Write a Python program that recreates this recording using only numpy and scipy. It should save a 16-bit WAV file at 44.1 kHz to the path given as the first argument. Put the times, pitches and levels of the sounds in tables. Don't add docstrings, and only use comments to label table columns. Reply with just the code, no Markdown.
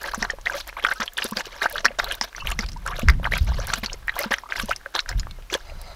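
import sys
import numpy as np
from scipy import signal
from scipy.fft import rfft, irfft, next_fast_len
from scipy.io import wavfile
from scipy.ndimage import uniform_filter1d

SR = 44100
rng = np.random.default_rng(int(sys.argv[2]) if len(sys.argv) > 2 else 0)


def gain_from_db(level_db):
    decades = np.asarray(level_db, float) / 20
    return 10 ** decades


def store_pcm(level_fs):
    pcm = np.round(np.clip(level_fs, -1, 1) * 32767).astype(np.int16)
    wavfile.write(sys.argv[1], SR, np.atleast_2d(pcm).T)


N = 262783

# (peak time [s], peak level [dB], pitch [Hz])
POPS = [(.041, -21, 1730), (.2284, -14, 1880), (.301, -15.5, 1800), (.4624, -16.5, 1830), (.4706, -9, 1940),
        (.8495, -7, 1960), (1.1879, -22, 1630), (1.622, -15.5, 1830), (1.862, -6, 1750),
        (1.9992, -10.5, 1780), (2.5905, -17.5, 2040), (3.0857, -5.5, 1960), (3.0957, -10, 2040),
        (3.3224, -15, 1890), (3.3375, -13, 2250), (3.7375, -13.5, 2060), (4.0824, -10.5, 1850),
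        (4.0944, -14.5, 1890), (4.1912, -20.5, 2050), (4.3214, -10.5, 1810), (4.3398, -12, 1960),
        (4.5973, -21, 2250)]
# (peak time [s], peak level [dB], pitch [Hz])
SNAPS = [(.147, -22, 6130), (.2259, -14, 5540), (.305, -22, 5320), (1.079, -17.5, 3160),
         (1.2238, -15, 2820), (1.3705, -12.5, 4620), (1.6318, -19, 3740), (1.781, -18, 3740),
         (1.8543, -5.5, 5480), (1.988, -23, 6250), (2.0445, -17.5, 3970), (2.113, -15, 3190),
         (2.1224, -20, 3100), (2.2125, -8.5, 5100), (2.4724, -13.5, 2900), (2.519, -20, 2820),
         (2.5912, -14.5, 5440), (2.688, -25, 4880), (2.9647, -29, 3600), (3.7369, -14.5, 5750),
         (3.8612, -10.5, 4380), (3.932, -24.5, 6500), (4.2343, -19.5, 4420), (4.598, -17.5, 3110),
         (4.762, -20.5, 5250), (4.952, -11, 4000), (4.9922, -7.5, 3840), (5.0912, -17.5, 5180),
         (5.197, -19.5, 5070), (5.5406, -9.5, 3360)]
# (peak time [s], peak level [dB], pitch [Hz])
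FROTH = [(0.3, -28, 3120), (0.3055, -29, 6650), (0.4576, -24, 3800), (0.58, -33, 3230), (0.611, -26, 3680),
         (0.84, -21.5, 3250), (0.8657, -22, 3060), (1.004, -20, 5300), (1.019, -24.5, 3500),
         (1.0308, -22.5, 5670), (1.171, -23.5, 3500), (1.1797, -25, 2850), (1.265, -26, 3640),
         (1.371, -26, 3080), (1.63, -27, 5400), (1.6417, -27.5, 5540), (1.848, -17, 5400),
         (1.8492, -28, 2670), (1.861, -17, 4670), (1.883, -24.5, 2630), (1.9906, -24, 3640),
         (2.223, -22, 5550), (2.227, -25, 5760), (2.2426, -30, 4760), (2.364, -24.5, 5740),
         (2.515, -25, 7120), (2.5924, -30, 2880), (2.609, -23, 4900), (2.8771, -29, 5400),
         (3.0193, -29.5, 2610), (3.0857, -14, 5260), (3.097, -20.5, 3590), (3.1006, -19, 4960),
         (3.244, -23.5, 3100), (3.335, -28, 3700), (3.385, -25, 3800), (3.6008, -27.5, 6000),
         (3.7383, -20, 6970), (3.8988, -27.5, 2880), (3.931, -23.5, 5270), (4.0954, -25, 3870),
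         (4.2263, -32, 2630), (4.341, -20, 3180), (4.3843, -30.5, 5630), (4.731, -25.5, 2730),
         (4.951, -23, 5800), (4.9633, -20, 3650), (5.004, -22, 5340), (5.0925, -25.5, 6970),
         (5.1976, -28, 6800)]
# (peak time [s], peak level [dB], pitch [Hz],
# length [ms])
DRIPS = [(.3364, -31.5, 520, 6.8), (.548, -29.5, 570, 28.4), (.962, -36, 1530, 30),
         (1.1867, -16.5, 3230, 1.8), (1.3248, -29, 1080, 9.5), (1.47, -36, 440, 10), (1.74, -32.5, 589, 42),
         (1.855, -38.5, 230, 50), (2.215, -38.5, 226, 18), (2.2123, -17.5, 1930, 1.9),
         (2.3493, -26.5, 1960, 2.5), (2.405, -33, 2670, 21), (2.4232, -29, 1060, 8.3),
         (4.5229, -16.5, 2100, 1.45), (3.942, -33.5, 456, 5), (4.46, -32, 1080, 7.7),
         (4.861, -22, 1500, 2.7), (4.863, -37, 550, 7.4), (2.765, -35.5, 955, 14), (5.72, -40, 596, 9.3),
         (5.0905, -22, 1620, 4.6), (5.27, -27.5, 1100, 1.1), (5.6991, -34, 2570, 5.6)]


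def rms_one(x):
    return x / np.sqrt(np.mean(x ** 2) + 1e-20)


def in_time(rows):
    s, *columns = np.transpose(rows)
    return [np.interp(np.arange(N) / SR, s, c) for c in columns]


def at_hz(points, hz):
    point_hz, point_db = np.transpose(points)
    return np.interp(np.log(hz), np.log(point_hz), point_db)


def band(x, low_hz, high_hz, order=2):
    return signal.sosfilt(signal.butter(order, [low_hz, high_hz], "band", fs=SR, output="sos"), x)


def coloured(spectrum):
    size = next_fast_len(N)
    hz = np.arange(size // 2 + 1) * SR / size + 1
    gain = gain_from_db(at_hz(spectrum, hz))
    white = rng.standard_normal(size)
    return rms_one(irfft(rfft(white) * gain, size)[:N])


def evened(x, low_hz, high_hz, span_s):
    x = band(x, low_hz, high_hz)
    swell = np.sqrt(uniform_filter1d(x ** 2, int(span_s * SR)) + 1e-12)
    return rms_one(band(x / swell, low_hz, high_hz, order=1))


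def drift(rate_hz):
    r = np.exp(-2 * np.pi * rate_hz / SR)
    return rms_one(signal.lfilter([1], [1, -2 * r, r * r], rng.standard_normal(N + SR))[SR:])


def add(out, s, piece):
    i = int(s * SR)
    out[i:i + len(piece)] += piece[:N - i]


def bubble(hz, t60_s, rise, attack_s):
    t = np.arange(int(t60_s * SR) + 8) / SR
    phase = 2 * np.pi * hz * (t + 0.5 * rise * t ** 2 / t60_s)
    wave = np.sin(phase) * (1 - np.exp(-t / attack_s)) * gain_from_db(-60 * t / t60_s)
    return wave / np.abs(wave).max()


def swells(rows, neighbour_db, climb=1, rise_share=0.55):
    out = np.zeros(N)
    luck = rng.random((len(rows), 3))
    for (s, db, hz, length_ms), (a, b, c) in zip(rows, luck):
        swell_s = max(length_ms, 0.6) / 2100
        rise_s = rise_share * swell_s
        t = np.arange(int(6 * swell_s * SR)) / SR
        age = np.where(t < rise_s, t / rise_s, 1 + (t - rise_s) / swell_s)
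        envelope = (age * np.exp(1 - age)) ** 1.44
        glide = t + climb * (0.04 + 0.32 * a) * (t ** 2 / (4 * swell_s) - t / 2)
        neighbour_hz = hz * (0.799 + 0.408 * b)
        neighbour = gain_from_db(neighbour_db) * np.sin(2 * np.pi * (neighbour_hz * t + 0.022 * c))
        add(out, s - rise_s, gain_from_db(db - 0.5) * envelope * (np.sin(2 * np.pi * hz * glide) + neighbour))
    return out


def ringing(rows, cycles):
    return [(s, db, hz, 1000 * cycles / hz * gain_from_db(-0.5 * (db + 18.5))) for s, db, hz in rows]


def spatter(rows, t60_s, width, broad_db):
    out = np.zeros(N)
    t = np.arange(int(0.06 * SR)) / SR
    noises = rng.standard_normal((len(rows), 2, len(t)))
    for (s, db, hz, *_), noise in zip(rows, noises):
        core = rms_one(band(noise[0], hz / width, min(hz * width, 16400), order=1))
        skirt = rms_one(band(noise[1], hz / 3.2, min(hz * 1.04, 16000)))
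        envelope = gain_from_db(db - 60 * t / t60_s) * np.minimum(t * hz / 1.25, 1)
        add(out, s - 0.001, envelope * (core + gain_from_db(broad_db) * skirt))
    return out


def grains(spectrum, per_s, cycles, spread_db, smooth_db, clumps, count=14):
    sizes = gain_from_db(spread_db * np.minimum(rng.exponential(1, N), 3)) * rng.choice([-1, 1], N)
    born = rng.random(N) < per_s * gain_from_db(5 * clumps) / SR
    dealt = rng.integers(0, count, N)
    shapes = rng.random((count, 2))
    out = 0
    for k, hz in enumerate(np.geomspace(spectrum[1][0], spectrum[-2][0], count)):
        t60_s = cycles * (0.5 + 0.5 * shapes[k, 0]) / hz
        shape = bubble(hz, t60_s, rise=0.88 * shapes[k, 1], attack_s=0.68 / hz)
        rings = signal.oaconvolve(sizes * born * (dealt == k), shape)[:N]
        out = out + rings * hz * gain_from_db(at_hz(spectrum, hz))
    return rms_one(rms_one(out) + gain_from_db(smooth_db + 4.5 * clumps) * coloured(spectrum))


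def released(held_db, t60_s):
    fall_db = 60 / t60_s * np.arange(N) / SR
    return np.maximum.accumulate(held_db + fall_db, axis=1) - fall_db


def hush():
    # (frequency [Hz], density [dB per Hz])
    cabin_spectrum = [(60, -30), (120, -12), (300, -5), (630, -3), (1600, -7), (5300, -12.5), (8000, -17.5),
                      (15500, -21), (16500, -45)]
    return gain_from_db(-55) * coloured(cabin_spectrum)


def wind():
    # (time [s], buffet level [dB])
    wind_rows = [(0.0, -41.5), (0.23, -34), (1.1, -48), (1.99, -39.5), (2.04, -30), (2.3, -50), (2.45, -26),
                 (3.0, -31.5), (3.06, -14.5), (3.28, -27), (3.45, -21.5), (4.51, -48.5), (4.61, -29),
                 (4.95, -51.5), (5.16, -22.5), (5.52, -41), (5.76, -32), (5.96, -43)]
    buffet_db, = in_time(wind_rows)
    flutter_db = -53 + 1.55 * (buffet_db + 35)
    buffet = evened(rng.standard_normal(N), 16.6, 52.3, 0.075) * gain_from_db(2 * drift(6))
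    flutter = evened(rng.standard_normal(N), 53, 172, 0.06) * gain_from_db(3.8 * drift(7.4))
    return gain_from_db(buffet_db - 4) * buffet + gain_from_db(flutter_db) * flutter


def slaps():
    # (peak time [s], peak level [dB], pitch [Hz], length [ms])
    slap_rows = [
        (2.495, -29.5, 57.6, 34),
        (2.652, -21, 48, 15.4),
        (3.092, -5, 57.4, 24),
        (3.225, -25, 42.2, 25),
        (3.418, -10, 69, 16.4),
        (3.495, -18.5, 55.7, 58),
        (3.645, -25, 54, 26),
        (5.172, -17, 38, 37),
    ]
    return swells(slap_rows, neighbour_db=-11, climb=0, rise_share=1.28)


def breath():
    # (time [s], level [dB])
    breath_rows = [
        (5.67, -49),
        (5.75, -50.5),
        (5.84, -45.5),
        (5.96, -46),
    ]
    # (centre [Hz], width [Hz], level [dB])
    nose = [(670, 230, 9.5), (1400, 220, 4), (2040, 240, 1), (3050, 400, -7), (4020, 250, 2),
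            (4980, 260, 0), (6100, 400, -8)]
    # (time [s], level [dB], pitch [Hz], t60 [s])
    whistle = (5.285, -56, 2300, 0.4)
    level_db, = in_time([(5.58, -80)] + list(breath_rows))
    air = rng.standard_normal(N)
    out = 0
    for k, (hz, width_hz, db) in enumerate(nose):
        r = np.exp(-np.pi * width_hz / SR)
        poles = [1, -2 * r * np.cos(2 * np.pi * hz / SR), r * r]
        resonance = (1 - r * r) * signal.lfilter([1, 0, -1], poles, air)
        out = out + (-1) ** k * gain_from_db(db + 1.5 * drift(14)) * resonance
    out = gain_from_db(level_db + 1.5 * drift(20)) * rms_one(out)
    s, db, hz, t60_s = whistle
    add(out, s, gain_from_db(db) * bubble(hz, t60_s, rise=-0.37, attack_s=0.015)[:int(0.09 * SR)])
    return out


def gulps():
    # (time [s], peak level [dB], pitch [Hz])
    gulp_rows = [(0.176, -27.5, 225), (0.218, -28.5, 225), (0.999, -28.5, 234), (1.246, -30, 237),
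                 (1.32, -24, 223), (1.366, -30, 219), (2.59, -24.5, 217), (3.03, -20.5, 230),
                 (3.1, -22.5, 164), (3.778, -33, 234), (3.83, -27, 223), (4.258, -25, 225),
                 (4.307, -27.5, 237), (4.633, -25.5, 223), (5.525, -24, 386)]
    out = np.zeros(N)
    for s, db, hz in gulp_rows:
        add(out, s, gain_from_db(db) * bubble(hz, 13 / hz, rise=-0.23, attack_s=0.0022))
        add(out, s, gain_from_db(db - 8.5) * bubble(2.13 * hz, 0.02, rise=0.022, attack_s=0.0086))
    return out


def ticks():
    # (peak time [s], peak level [dB], brightest frequency [Hz])
    tick_rows = [(0.0327, -29.5, 13400), (0.0769, -36.5, 9500), (0.1466, -31, 8660), (0.1517, -36, 13950),
                 (0.6763, -31, 12300), (0.849, -30.5, 11150), (0.9368, -31, 9780), (1.1356, -34, 14990),
                 (1.1784, -25, 8900), (1.243, -19, 11400), (1.259, -44, 7500), (1.2887, -35, 11540),
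                 (1.3112, -27, 12060), (1.3736, -33, 11330), (1.6283, -33, 8350), (1.6987, -28.5, 13800),
                 (1.7263, -26.5, 14690), (1.8583, -29, 13390), (1.9947, -37, 11100), (2.0434, -25.5, 13400),
                 (2.1224, -27, 9430), (2.1522, -29.5, 13260), (2.4722, -27.5, 14210), (2.5027, -27, 10000),
                 (2.515, -27.5, 7540), (2.864, -29.5, 8950), (2.8764, -29.5, 8050), (2.9954, -30, 11760),
                 (3.0861, -31, 7580), (3.1006, -27.5, 12600), (3.3792, -26, 11700), (3.6709, -24, 11500),
                 (3.7079, -35, 9050), (3.7384, -18.5, 7500), (3.7624, -40, 14000), (3.7849, -35, 12500),
                 (4.0751, -36, 14900), (4.1912, -17.5, 13200), (4.2064, -30, 12700), (4.226, -32, 13390),
                 (4.3327, -28, 9730), (4.6012, -25, 8650), (4.6193, -31, 12580), (4.6585, -31.5, 11000),
                 (4.6941, -28.5, 7400), (4.7129, -36.5, 10980), (4.763, -36, 9860), (4.9546, -35, 7600),
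                 (5.0924, -34, 9300), (5.5409, -21, 8560), (5.8159, -32, 11900)]
    return gain_from_db(-2) * spatter(tick_rows, 0.014, width=1.12, broad_db=-2)


def droplets():
    # (time [s], peak level [dB], pitch [Hz])
    droplet_rows = [(0.386, -21.5, 910), (0.413, -30.5, 5960), (0.728, -23, 1500), (1.456, -20.5, 5400),
                    (2.663, -21.5, 4700), (2.329, -25, 1700), (2.719, -24, 5300), (2.732, -26.5, 5200),
                    (2.773, -32, 4960), (3.136, -23, 1880), (3.198, -21, 630), (4.813, -35, 1510),
                    (5.061, -21, 1540), (5.232, -24.5, 1600), (5.311, -22, 3570), (5.387, -27, 555),
                    (5.424, -29.5, 2580), (5.605, -45, 3200)]
    out = gain_from_db(-11) * spatter(droplet_rows, 0.018, width=1.08, broad_db=-9.5)
    for s, db, hz in droplet_rows:
        add(out, s, gain_from_db(db - 6) * bubble(hz, 5.8 / hz, rise=0.068, attack_s=0.48 / hz))
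    return out


def stirring():
    # (time [s], length [s], slosh level [dB], fizz above slosh [dB])
    scoops = [(0, 0.12, -34.5, -12), (.454, 0.11, -32.5, -10.5), (.767, 0.038, -33, -18),
              (.825, 0.1, -33.5, -9.5), (1.169, 0.094, -35, -5), (1.311, 0.061, -42.5, -10),
              (1.45, 0.3, -43, -10), (1.455, 0.013, -47, 7), (2.68, 0.012, -42.5, -4),
              (1.611, 0.046, -25.5, -13.5), (1.698, 0.11, -38, -6.5), (2.008, 0.091, -35, -14),
              (2.085, 0.061, -32, -7.5), (2.354, 0.2, -43.5, -7.5), (2.453, 0.072, -33.5, -9.5),
              (2.82, 0.023, -47.5, -17), (2.854, 0.13, -32, -21), (2.954, 0.074, -38, -4.5),
              (3.229, 0.051, -32.5, -13.5), (3.312, 0.085, -34, -4), (3.468, 0.188, -37.5, -10),
              (3.669, 0.081, -35.5, -6), (3.874, 0.08, -40, -18), (4.07, 0.21, -43, -14),
              (4.14, 0.11, -32, -11), (4.49, 0.047, -36, -10.5), (4.553, 0.073, -34.5, -1.5),
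              (4.94, 0.047, -28.5, -13), (5.078, 0.052, -36, -13.5)]
    # (time [s], length [s], slosh level [dB], fizz above slosh [dB])
    bites = [(.134, 0.024, -30, -8.5), (.219, 0.03, -27.5, -13), (.297, 0.024, -38, -20),
             (.67, 0.023, -37.5, -6.5), (1.0, 0.034, -29.5, -10.5), (1.365, 0.046, -32, -4.5),
             (1.845, 0.01, -23, -21), (1.986, 0.011, -23, -10.5), (2.211, 0.04, -33, -7.5),
             (2.582, 0.061, -37, -10.5), (3.077, 0.023, -29, -19), (3.732, 0.012, -28, -1.5),
             (3.832, 0.014, -28, -10), (4.307, 0.034, -27, -10), (4.684, 0.04, -30.5, -11),
             (5.4995, 0.025, -41, -3), (5.523, 0.027, -26.5, -6.5), (5.558, 0.019, -35, -11)]
    # (time [s], length [s], slosh level [dB])
    runoff_rows = [
        (0.173, 0.046, -47.5),
        (0.552, 0.055, -38.5),
        (0.939, 0.049, -48),
        (1.056, 0.015, -43.5),
        (1.266, 0.045, -46.5),
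        (3.392, 0.076, -50),
        (3.749, 0.043, -40),
        (4.353, 0.037, -50),
        (4.636, 0.046, -53),
        (5.175, 0.034, -48.5),
    ]
    # (slosh level [dB], fizz level [dB], spray level [dB])
    still_db = (-56.5, -78, -64)
    runoffs = [(*row, -2) for row in runoff_rows]
    held_db = np.full((3, N), -90.)
    for rows, spray_db in ((scoops, -8.5), (bites, -10), (runoffs, -0.5)):
        for s, length_s, db, fizz_db in rows:
            start, end = int(s * SR), int((s + length_s) * SR)
            entry_s = min(0.02, length_s / 4.7)
            entry = np.clip(1 - np.arange(end - start) / SR / entry_s, 0, 1)
            entry_db = -1.5 * entry * np.array([[1], [2.5], [2]])
            above_slosh_db = np.array([[0], [fizz_db], [spray_db + 0.65 * fizz_db]])
            held_db[:, start:end] = db + entry_db + above_slosh_db
    ripples_db = np.maximum(released(held_db - 13, t60_s=0.39), np.array(still_db)[:, None])
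    return np.maximum(released(held_db, t60_s=0.04), ripples_db)


def churn():
    # (frequency [Hz], density [dB per Hz])
    slosh_spectrum = [(190, -54), (330, -9.5), (618, -2.5), (1270, -1.5), (1510, 1), (2700, -13),
                      (3900, -15), (6600, -120)]
    fizz_spectrum = [(1470, 10), (2500, 2.5), (4660, 0), (5550, -0.5), (8000, -24), (10400, -34),
                     (17600, -120)]
    spray_spectrum = [(6000, 13), (7500, -6.5), (11000, 6.5), (14500, -0.5), (16300, -8)]
    slosh_db, fizz_db, spray_db = stirring()
    clumps = drift(45)
    spray_clumps = 0.49 * clumps + 0.73 * drift(60)
    slosh = grains(slosh_spectrum, per_s=600, cycles=40, spread_db=4, smooth_db=-10.5,
                   clumps=clumps, count=30)
    fizz = grains(fizz_spectrum, per_s=1300, cycles=60, spread_db=5, smooth_db=-12,
                  clumps=clumps, count=28)
    spray = grains(spray_spectrum, per_s=600, cycles=27, spread_db=7.5, smooth_db=-1,
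                   clumps=spray_clumps, count=10)
    return gain_from_db(slosh_db - 0.75) * slosh + gain_from_db(fizz_db + 3) * fizz + gain_from_db(spray_db - 1) * spray


def trickle_and_froth():
    # (peak time [s], peak level [dB], pitch [Hz])
    trickle = [(0.0791, -31, 1240), (0.1451, -19.5, 1410), (0.2293, -23, 755), (0.2496, -18, 1520),
               (0.4985, -31, 1050), (0.5188, -31, 1510), (0.6806, -33, 1840), (0.6966, -30, 2350),
               (0.7706, -31.5, 1030), (0.7793, -33, 1480), (0.8417, -29, 537), (0.8882, -22, 1500),
               (1.0122, -23, 1480), (1.1784, -32, 2880), (1.222, -23.5, 1910), (1.3722, -23.5, 1530),
               (1.3772, -24, 2050), (1.6218, -25, 1550), (1.8474, -17.5, 1090), (1.8844, -33, 2430),
               (1.9084, -30.5, 560), (1.9897, -25, 1500), (2.0013, -22, 1060), (2.039, -35, 724),
               (2.1217, -25, 1610), (2.2378, -30, 1490), (2.3822, -25, 1480), (2.5905, -29, 1130),
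               (2.6333, -26.5, 1450), (2.9939, -29, 1340), (2.9961, -25.5, 2540), (3.0999, -18, 1410),
               (3.2327, -30, 1450), (3.2457, -26, 1870), (3.2551, -16.5, 1860), (3.3205, -35, 550),
               (3.3342, -29.5, 590), (3.3691, -20, 2440), (3.3807, -33, 1460), (3.3829, -23, 2070),
               (3.5918, -28.5, 565), (3.6027, -29.5, 1420), (3.8371, -26.5, 1910), (4.2035, -31, 570),
               (4.3109, -28, 1890), (4.3849, -24.5, 1760), (4.4365, -31.5, 1010), (4.5598, -22, 1960),
               (4.7093, -22, 2030), (4.7144, -23, 1450), (4.9937, -19.5, 2450), (5.1156, -24.5, 1660),
               (5.501, -27.5, 2300)]
    small = [(s, db + 2, hz, 1000 * 4.76 / hz) for s, db, hz in trickle]
    small += [(s, db + 1.5, hz, 1000 * 9 / hz) for s, db, hz in FROTH]
    return swells(small, neighbour_db=-8)


def drips():
    return swells(DRIPS, neighbour_db=-3, climb=0.45)


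def wet_trail():
    rows = list(SNAPS) + list(POPS) + list(FROTH) + list(DRIPS)
    return gain_from_db(-8.5) * spatter(rows, 0.032, width=1.005, broad_db=-10.5)


def pockets():
    # (peak time [s], peak level [dB], pitch [Hz], length [ms])
    hollows = [(.25, -27, 1620, 6.1), (.4987, -17, 1540, 4.3), (.8495, -5, 1434, 3.35),
               (.8669, -16.5, 1430, 7.9), (.8871, -21, 1500, 4.4), (.9145, -12, 1510, 6.7),
               (.925, -26, 2050, 7.5), (1.003, -16, 1560, 1.3), (1.019, -16, 1660, 2.8),
               (1.183, -17.5, 1620, 6.1), (1.4076, -15.5, 1620, 1.1), (1.6606, -9.5, 1434, 5.7),
               (1.758, -19, 1540, 5.7), (1.7836, -18.5, 1570, 4.4), (1.8553, -2, 1640, 2.2),
               (2.1137, -23, 1650, 5.4), (2.8644, -20, 1460, 4.8), (2.8812, -19.5, 1410, 1.24),
               (3.0859, -8.5, 1380, 2.24), (3.2528, -17.5, 1210, 2.6), (3.2643, -16, 1500, 7.2),
               (3.3672, -22, 1510, 5.9), (3.7362, -13.5, 1325, 5.1), (4.2417, -18, 1430, 5.4),
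               (4.5236, -17, 1540, 5.2), (4.599, -16.5, 1510, 4.2), (4.7146, -18.5, 1483, 9.9),
               (4.9618, -18, 1500, 2.9), (4.991, -19, 1490, 7.5), (5.578, -39, 1280, 3)]
    # (peak time [s], peak level [dB], pitch [Hz])
    glugs = [(.1376, -18.5, 1030), (.784, -28.5, 1060), (.849, -19, 1150), (1.2511, -23.5, 498),
             (1.37, -27.5, 500), (1.658, -12.5, 800), (1.837, -36, 628), (2.0383, -31.5, 730),
             (2.2135, -19, 980), (2.9898, -26, 590), (3.2719, -17, 1050), (3.519, -25.5, 890),
             (3.69, -25.5, 840), (4.166, -25, 1030), (4.2105, -27, 574), (4.3116, -27.5, 512),
             (4.6951, -21, 650), (4.953, -15, 965), (5.552, -22, 1670), (5.5528, -19.5, 494)]
    bursts = list(hollows)
    bursts += ringing(POPS, cycles=8.67)
    bursts += ringing(glugs, cycles=3.38)
    bursts += ringing(SNAPS, cycles=6.6)
    return swells(bursts, neighbour_db=-6)


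def cabin(x):
    t60_s, echo_db = 0.039, -16.5
    t = np.arange(int(t60_s * SR)) / SR
    tail = band(rng.standard_normal(len(t)), 210, 8400) * gain_from_db(-60 * t / t60_s) * (t > 0.0025)
    tail = tail / np.sqrt(np.sum(tail ** 2))
    return x + gain_from_db(echo_db) * signal.fftconvolve(x, tail)[:N]


def scene():
    water = droplets() + ticks() + churn() + trickle_and_froth() + drips() + wet_trail() + pockets()
    dog = breath() + gulps() + water
    return (hush() + wind() + slaps() + cabin(dog))[None]


def roll_off(x):
    return signal.sosfilt(signal.butter(12, 16650, fs=SR, output="sos"), x)


def record(dry):
    limited = np.clip(1.293 * np.tanh(dry / 1.319), -1, 1)
    top_cut = signal.cheby2(10, 50, 16700, fs=SR, output="sos")
    return roll_off(signal.sosfilt(top_cut, limited))


dry = scene()
out = record(dry)
store_pcm(out)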